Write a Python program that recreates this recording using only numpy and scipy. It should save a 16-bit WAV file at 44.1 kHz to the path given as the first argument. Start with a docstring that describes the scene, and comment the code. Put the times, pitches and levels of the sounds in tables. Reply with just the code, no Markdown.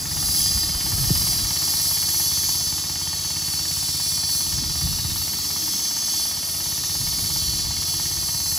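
"""Outdoors, compressed air hisses through a hose and valve into a tire.
One flow drives the jet noise and its rings in the narrow fittings; the fizzy top has its own level curve.
A shrill ring leads at first, then gives way to a lower one as the chuck settles.
The compressor's small engine idles behind: a knock and three exhaust puffs in every cycle.
A few gusts and single eddies buffet the microphones."""
import sys
import numpy as np
from scipy import signal
from scipy.fft import rfft, irfft, next_fast_len
from scipy.io import wavfile
from scipy.ndimage import uniform_filter1d, map_coordinates

SR = 44100
rng = np.random.default_rng(int(sys.argv[2]) if len(sys.argv) > 2 else 0)


def waveform_to_disk(signal):
    """Save audio, clipped to [-1, 1], as 16-bit WAV at the path in sys.argv[1]."""
    frames = np.transpose(np.atleast_2d(signal))
    scaled = np.clip(frames, -1, 1) * 32767
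    samples = np.round(scaled).astype(np.int16)
    wavfile.write(sys.argv[1], SR, samples)


N = 378378

# Levels in spectra and resonances are relative unless a comment says otherwise.
# air flow and the fine top of its hiss: time_s, flow_db, treble_db (before FIZZ_DB)
AIR_FLOW = [(0.0, -33.5, -37), (0.4, -21.5, -24.5), (0.48, -22.5, -28.5), (0.76, -27.5, -31),
            (1.31, -23.5, -26.5), (1.48, -25.5, -31.5), (1.79, -24, -27), (2.51, -24.5, -28),
            (2.96, -29.5, -36), (3.94, -25.5, -30), (4.23, -25.5, -31.5), (4.37, -25, -27),
            (4.63, -26.5, -35), (4.97, -28, -31), (5.78, -26, -32), (5.9, -27.5, -35), (6.21, -25, -28.5),
            (6.33, -29, -34), (7.45, -25.5, -30.5), (7.72, -28, -36.5), (7.93, -26, -31.5),
            (8.58, -27.5, -30)]
# broad jet noise: freq_hz, level_db
JET_SPECTRUM = [(1500, -35), (2600, -15), (3300, -4), (4200, -1.5), (5500, 0.5), (7100, -2.5), (7750, -2),
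                (8250, -7), (11000, -22), (16000, -40)]
# fine top of the hiss: freq_hz, level_db
FIZZ_SPECTRUM = [(6000, -35), (8200, -5.5), (8800, -2.5), (9200, 0.5), (9700, -2.5), (10300, -1),
                 (11150, -0.5), (11350, -1), (11820, 3.5), (12200, 1.5), (13300, -4), (14100, -6.5),
                 (15000, -9.5), (15800, -16.5)]
# ring of the valve bore, moving as the chuck settles: time_s, pitch_hz
BORE_PITCH = [(0, 5730), (1.2, 5670), (1.7, 5670), (4, 5617), (8.58, 5660)]
# fixed resonances of the fittings: centre_hz, width_hz, level_db
FITTING_MODES = [(3320, 130, -12), (4160, 120, -3), (5130, 130, -1), (5260, 60, -5), (6070, 100, -1),
                 (6250, 110, -1), (6410, 130, -1), (6850, 180, -8)]
# level of the independent hiss that widens the stereo: freq_hz, level_db
STEREO_SPREAD = [(2500, -50), (3400, -27), (4500, -10), (6000, -8), (7200, -20), (9000, -11), (13000, -10),
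                 (15500, -22)]

# engine speed: time_s, cycles_per_s
ENGINE_SPEED = [(0.0, 17.28), (0.6, 17.33), (1.3, 17.11), (2.0, 17.3), (2.6, 17.19), (3.3, 17.23),
                (4.0, 17.22), (4.7, 17.25), (5.4, 17.36), (6.1, 17.33), (6.8, 17.15), (7.5, 17.26),
                (8.58, 17.28)]
# exhaust puffs within one cycle: share_of_cycle, level_db
EXHAUST_PUFFS = [(.01, 8.5), (.23, 4), (0.631, -1.5)]
# muffler response: freq_hz, level_db
MUFFLER_SPECTRUM = [(20, -46), (35, -27), (55, -5), (85, 1), (145, -0.5), (185, -6), (240, -18), (330, -15),
                    (430, -32.5), (900, -53.5)]
# engine block resonances: centre_hz, half_width_hz (6 dB down), level_db
BLOCK_MODES = [(716, 150, -6), (895, 145, 10), (1134, 260, 0)]
# engine cover resonances: centre_hz, half_width_hz (6 dB down), level_db
COVER_MODES = [(1840, 145, 1), (2233, 115, 1), (2880, 500, -2)]
# steady whirr of gears and fan: freq_hz, level_db
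WHIRR_SPECTRUM = [(25, -30), (60, 4), (200, 2), (320, 2), (390, -1.5), (500, -5.5), (720, 3), (950, 0),
                  (1250, 2), (1500, -7.5), (1850, -2), (2600, -6), (5000, -12.5)]
# boom of the housing: centre_hz, width_hz, level_db
HOUSING_MODES = [(197, 64, 1), (290.4, 47, 2), (415, 28, -7)]
# early swell of the clatter: middle_s, half_width_s, change_db
CLATTER_SWELL = (1.37, 1.0, 2.9)
# brief fade of the exhaust: middle_s, half_width_s, change_db
EXHAUST_FADE = (6.02, .5, -9.5)
# swells of the housing drone: middle_s, half_width_s, change_db
HOUSING_SWELLS = [(.4, .7, 5.5), (5.65, 0.42, 6.5)]

# single eddies that thump the microphone: start_s, level_db, starting pitch_hz, rise_s
EDDIES = [(0.544, -24, 101, .015), (0.744, -25, 86, 0.013), (0.928, -20.5, 148, 0.011),
          (1.071, -21, 125, 0.0061), (1.1035, -18, 470, .0045), (1.106, -11, 244, 0.0061),
          (1.236, -23.5, 230, .0077), (4.62, -29.5, 380, 0.0082), (4.826, -21.5, 128, 0.014),
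          (4.85, -24, 248, .008), (5.046, -22, 157, .0096), (7, -24, 162, 0.012),
          (7.48, -21.5, 129, 0.0072)]
# gusts on the microphone: start_s (of the hold), length_s, level_db
GUST_EVENTS = [(0, 0.68, -37), (.97, .43, -31.5), (2.6, .06, -46), (4.577, 0.53, -33), (7.1, .63, -35.5),
               (8.05, .5, -44.5)]
# low wind buffeting: freq_hz, level_db
RUMBLE_SPECTRUM = [(18, -28), (35, -4.5), (62, 2), (110, 0.5), (190, -7.5), (330, -23), (600, -37),
                   (1500, -68)]
# stereo phase, left ahead of right: freq_hz, phase_rad
STEREO_PHASE = [(60, 0), (400, .7), (900, 1.7), (1150, 1), (1480, 1.2), (1720, .15), (2000, 0), (2750, 0),
                (3300, .2), (4000, .3), (4900, .7), (5450, 0), (5950, -.8), (6550, 0), (7850, 0), (8150, 2),
                (9200, 1.8), (10200, .7), (10600, 0), (11100, 0), (13200, -3), (14300, -3.6), (14600, -4.8),
                (15200, -6.28)]

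USUAL_FLOW_DB = -26.5
# each part of the hiss: level at the usual flow, and dB gained per dB of flow
JET_DB, JET_GROWS = -31.6, 0.7
FITTINGS_DB, FITTINGS_GROWS = -33.5, 1.15
BORE_DB, BORE_GROWS = -34.5, 0.7
LOWER_DB, LOWER_GROWS = -33.5, 1.25
UPPER_DB, UPPER_GROWS = -35, 0.75
FIZZ_DB = 2.07  # added to treble_db
# the chuck settles; while loose, the upper ring is stronger and the other rings weaker
SETTLE_S, SETTLE_TAKES_S = 1.5, 0.11
LOOSE_UPPER_DB, LOOSE_LOWER_DB, LOOSE_OTHERS_DB = 4.5, -7, -2.5
# engine levels before their swells
KNOCK_DB, EXHAUST_DB, DRONE_DB = -42.8, -38.7, -50.5
GUST_ATTACK_S, GUST_RELEASE_S, BREEZE_DB = 0.18, 0.14, -49.5
TOP_HZ = 15750


def air():
    """The turbulent jet hisses and excites narrow resonances of valve and chuck, each growing with the flow."""
    strength_db, treble_db = curves(AIR_FLOW)
    flow_db = strength_db - USUAL_FLOW_DB
    loose = 0.5 - 0.5 * np.tanh((np.arange(N) / SR - SETTLE_S) / SETTLE_TAKES_S)
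    rings, fittings = fitting_rings(flow_db, loose)
    # moving air makes the highest hiss swell and fade
    fading_db = 0.88 * wobble(10)
    jet = amp(JET_DB + JET_GROWS * flow_db) * noise(JET_SPECTRUM)
    fizz = amp(FIZZ_DB + treble_db + fading_db) * noise(FIZZ_SPECTRUM)
    # broad colour shifts first, then narrow patches that come and go like thin whistles
    shifting = patchy(jet + fizz + fittings, depth_db=1.35, size=(12, 20))
    hiss = patchy(shifting + rings, depth_db=2.0, size=(2, 16))
    flutter = amp(0.29 * wobble(25) + 0.3 * wobble(130))
    return flutter * hiss


def fitting_rings(flow_db, loose):
    """Narrow passages ring under the flow: three wavering whistles, and a cluster of fixed resonances."""
    bore_hz, = curves(BORE_PITCH)
    upper_hz = 4845 * bore_hz / bore_hz.mean()  # moves in step with the bore
    lower_db = LOWER_DB + LOWER_GROWS * flow_db + LOOSE_LOWER_DB * loose
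    upper_db = UPPER_DB + UPPER_GROWS * flow_db + LOOSE_UPPER_DB * loose
    bore_db = BORE_DB + BORE_GROWS * flow_db + LOOSE_OTHERS_DB * loose
    fittings_db = FITTINGS_DB + FITTINGS_GROWS * flow_db + LOOSE_OTHERS_DB * loose
    lower = amp(lower_db) * whistle(4480, width=206, waver=20)
    upper = amp(upper_db) * whistle(upper_hz, width=170, waver=20)
    bore = amp(bore_db) * whistle(bore_hz, width=235, waver=20)
    return lower + upper + bore, amp(fittings_db) * ringing_noise(FITTING_MODES)


def engine():
    """Knocking metal, exhaust puffs and a droning housing make up the compressor's engine."""
    return machinery() + exhaust() + housing_drone()


def machinery():
    """Combustion knocks the block, then the covers, over a whirr of gears and fan."""
    block_blows = strokes(-0.085, scatter_db=1.0, jitter=0.008)
    cover_blows = strokes(-0.055, scatter_db=1.3, jitter=0.008)
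    block_hits = rattle(block_blows, rattle_db=-19.5, t60=0.027, tail_db=-3.5, tail_t60=0.11)
    cover_hits = rattle(cover_blows, rattle_db=-19.5, t60=0.04, tail_db=-2.5, tail_t60=0.15)
    knock = amp(-4.5) * ringing(block_hits, BLOCK_MODES) + amp(-5.0) * ringing(cover_hits, COVER_MODES)
    whirr = amp(1) * patchy(noise(WHIRR_SPECTRUM), depth_db=0.97, size=(3, 30))
    whine = amp(-13) * whistle(328, width=7.8, waver=0.89)
    return amp(KNOCK_DB + swell(*CLATTER_SWELL)) * (knock + whirr + whine)


def exhaust():
    """Three pressure puffs per cycle pass through the muffler, which rings after each."""
    puffs = sum(amp(db) * strokes(share, scatter_db=1.1, jitter=0.004) for share, db in EXHAUST_PUFFS)
    muffled = unit(filtered(puffs, lambda hz: causal(MUFFLER_SPECTRUM, hz)))
    return amp(EXHAUST_DB + swell(*EXHAUST_FADE)) * muffled


def housing_drone():
    """The housing booms: noise gathered in its low resonances, with two swells."""
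    level_db = DRONE_DB + sum(swell(*row) for row in HOUSING_SWELLS)
    return amp(level_db) * ringing_noise(HOUSING_MODES)


def thumps():
    """An eddy strikes the microphone: a few low cycles that swell, sink in pitch and die."""
    out = np.zeros(N + SR)
    t = np.arange(SR // 4) / SR
    for start_s, db, hz, rise_s in EDDIES:
        u = t / rise_s
        phase = 2 * np.pi * np.cumsum(hz / (1 + 0.5 * u)) / SR
        envelope = (u * np.exp(1 - u)) ** 1.3  # peaks at u = 1
        out[round(start_s * SR):][:len(t)] += amp(db) * envelope * np.sin(phase)
    return out[:N]


def wind():
    """Gusts rise, hold and drop over a light breeze: lumpy low buffeting, partly different left and right."""
    t = np.arange(N) / SR
    strength = amp(BREEZE_DB)
    for start_s, length_s, db in GUST_EVENTS:
        end_s = start_s + length_s
        corners_s = [start_s - GUST_ATTACK_S, start_s, end_s, end_s + GUST_RELEASE_S]
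        strength = strength + amp(db) * np.interp(t, corners_s, [0, 1, 1, 0])
    shared = noise(RUMBLE_SPECTRUM) * amp(2.6 * wobble(16))
    own = np.array([noise(RUMBLE_SPECTRUM) * amp(4.3 * wobble(14)) for side in range(2)])
    return strength * unit(shared + amp(-1.5) * own)


def whistle(centre_hz, width, waver):
    """A band of noise, width in Hz, whose centre wanders smoothly; waver scales the wander in Hz."""
    a, b = filtered(rng.standard_normal((2, N)), lambda f: 1 / (1 + (2 * f / width) ** 4) ** 0.5)
    phase = 2 * np.pi * np.cumsum(centre_hz + waver * wobble(5)) / SR
    return unit(a * np.cos(phase) + b * np.sin(phase))


def ringing_noise(modes):
    """Noise of rms 1 gathered in (centre_hz, width_hz, level_db) resonances."""
    def response(f):
        return np.sqrt(sum(amp(db) ** 2 / (1 + (2 * (f - c) / w) ** 4) for c, w, db in modes))
    return unit(filtered(rng.standard_normal(N), response))


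def noise(spectrum):
    """Noise of rms 1 with this spectrum."""
    return unit(filtered(rng.standard_normal(N), lambda hz: amp(along(spectrum, hz))))


def patchy(x, depth_db, size):
    """x under a drifting random colour; size = (bins, frames) of the smoothing, applied twice."""
    z = signal.stft(x, nperseg=2048)[2]
    field = rng.standard_normal(z.shape)
    for axis in (0, 1, 0, 1):
        field = uniform_filter1d(field, size[axis], axis)
    return signal.istft(z * amp(depth_db * unit(field)), nperseg=2048)[1][:N]


def strokes(share, scatter_db, jitter):
    """One impulse per engine cycle, at this share of it, uneven in size and time (jitter in cycles)."""
    turns = np.cumsum(curves(ENGINE_SPEED)[0]) / SR
    size, slip = rng.standard_normal((int(turns[-1]), 2)).T
    at = np.interp(np.arange(len(size)) + 1 + share + jitter * slip, turns, np.arange(N))
    inside = at < N - 1
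    return np.bincount(at.astype(int), amp(scatter_db * size) * inside, N)


def rattle(blows, rattle_db, t60, tail_db, tail_t60):
    """Each blow is a clean strike plus a burst of noise with a longer tail; decay times in seconds."""
    t = np.arange(SR // 4) / SR
    shape = amp(-60 * t / t60) + amp(tail_db - 60 * t / tail_t60)
    burst = signal.fftconvolve(blows, shape)[:N] * rng.standard_normal(N)
    return blows + amp(rattle_db) * burst


def ringing(x, modes):
    """x through (centre_hz, half_width_hz, level_db) resonances, at rms 1."""
    def response(f):
        return sum(amp(db) * (1j * f * 2 * w / (c * c - f * f + 2j * f * w)) ** 2 for c, w, db in modes)
    return unit(filtered(x, response))


def causal(points, hz):
    """A minimum-phase response with this spectrum: it rings only after the blow."""
    cepstrum = irfft(np.log(amp(along(points, hz))))
    half = len(cepstrum) // 2
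    return np.exp(rfft(np.r_[cepstrum[0], 2 * cepstrum[1:half], np.zeros(half)]))


def filtered(x, response):
    """x times a complex response of frequency."""
    size = 2 * next_fast_len(N // 2 + SR // 4)
    return irfft(rfft(x, size) * response(np.fft.rfftfreq(size, 1 / SR)), size)[..., :N]


def swell(middle_s, width_s, db):
    """A smooth rise and fall in dB, or a dip if db is negative, one value per sample."""
    return db * np.exp(-((np.arange(N) / SR - middle_s) / width_s) ** 2)


def wobble(rate):
    """A smooth random curve, rate knots a second."""
    knots = rng.standard_normal(4096)
    return map_coordinates(knots, [np.arange(N) * rate / SR], mode="wrap")


def curves(rows):
    """One value per sample for each column after the time."""
    s, *cols = np.transpose(rows)
    return [np.interp(np.arange(N) / SR, s, c) for c in cols]


def along(points, hz):
    """(freq_hz, value) points read on a log frequency axis."""
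    f, v = np.transpose(points)
    return np.interp(np.log(hz + 1), np.log(f + 1), v)


def amp(db):
    """Decibels to gain."""
    return 10 ** (np.asarray(db) / 20)


def unit(x):
    """x at rms 1."""
    return x / np.sqrt(np.mean(x ** 2) + 1e-20)


def scene():
    """Air and engine are spread over left and right by a phase curve; their midrange leans left."""
    sides = np.array([[0.5], [-0.5]])  # left, right
    # level of left over right: freq_hz, level_db
    lean = [(120, -2.5), (350, 1.5), (800, 3.4), (1450, 2.8), (1750, 0)]

    def to_stereo(hz):
        return np.exp(1j * sides * along(STEREO_PHASE, hz)) * amp(sides * along(lean, hz))

    centre = filtered(air() + engine(), to_stereo)
    # independently drawn hiss, opposite in sign left and right
    spread = sides * filtered(air(), lambda hz: amp(along(STEREO_SPREAD, hz)))
    return centre + spread + thumps() + wind()


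def record(dry):
    """The recorder keeps nothing above its band limit."""
    return filtered(dry, lambda hz: hz < TOP_HZ)


dry = scene()
out = record(dry)
waveform_to_disk(out)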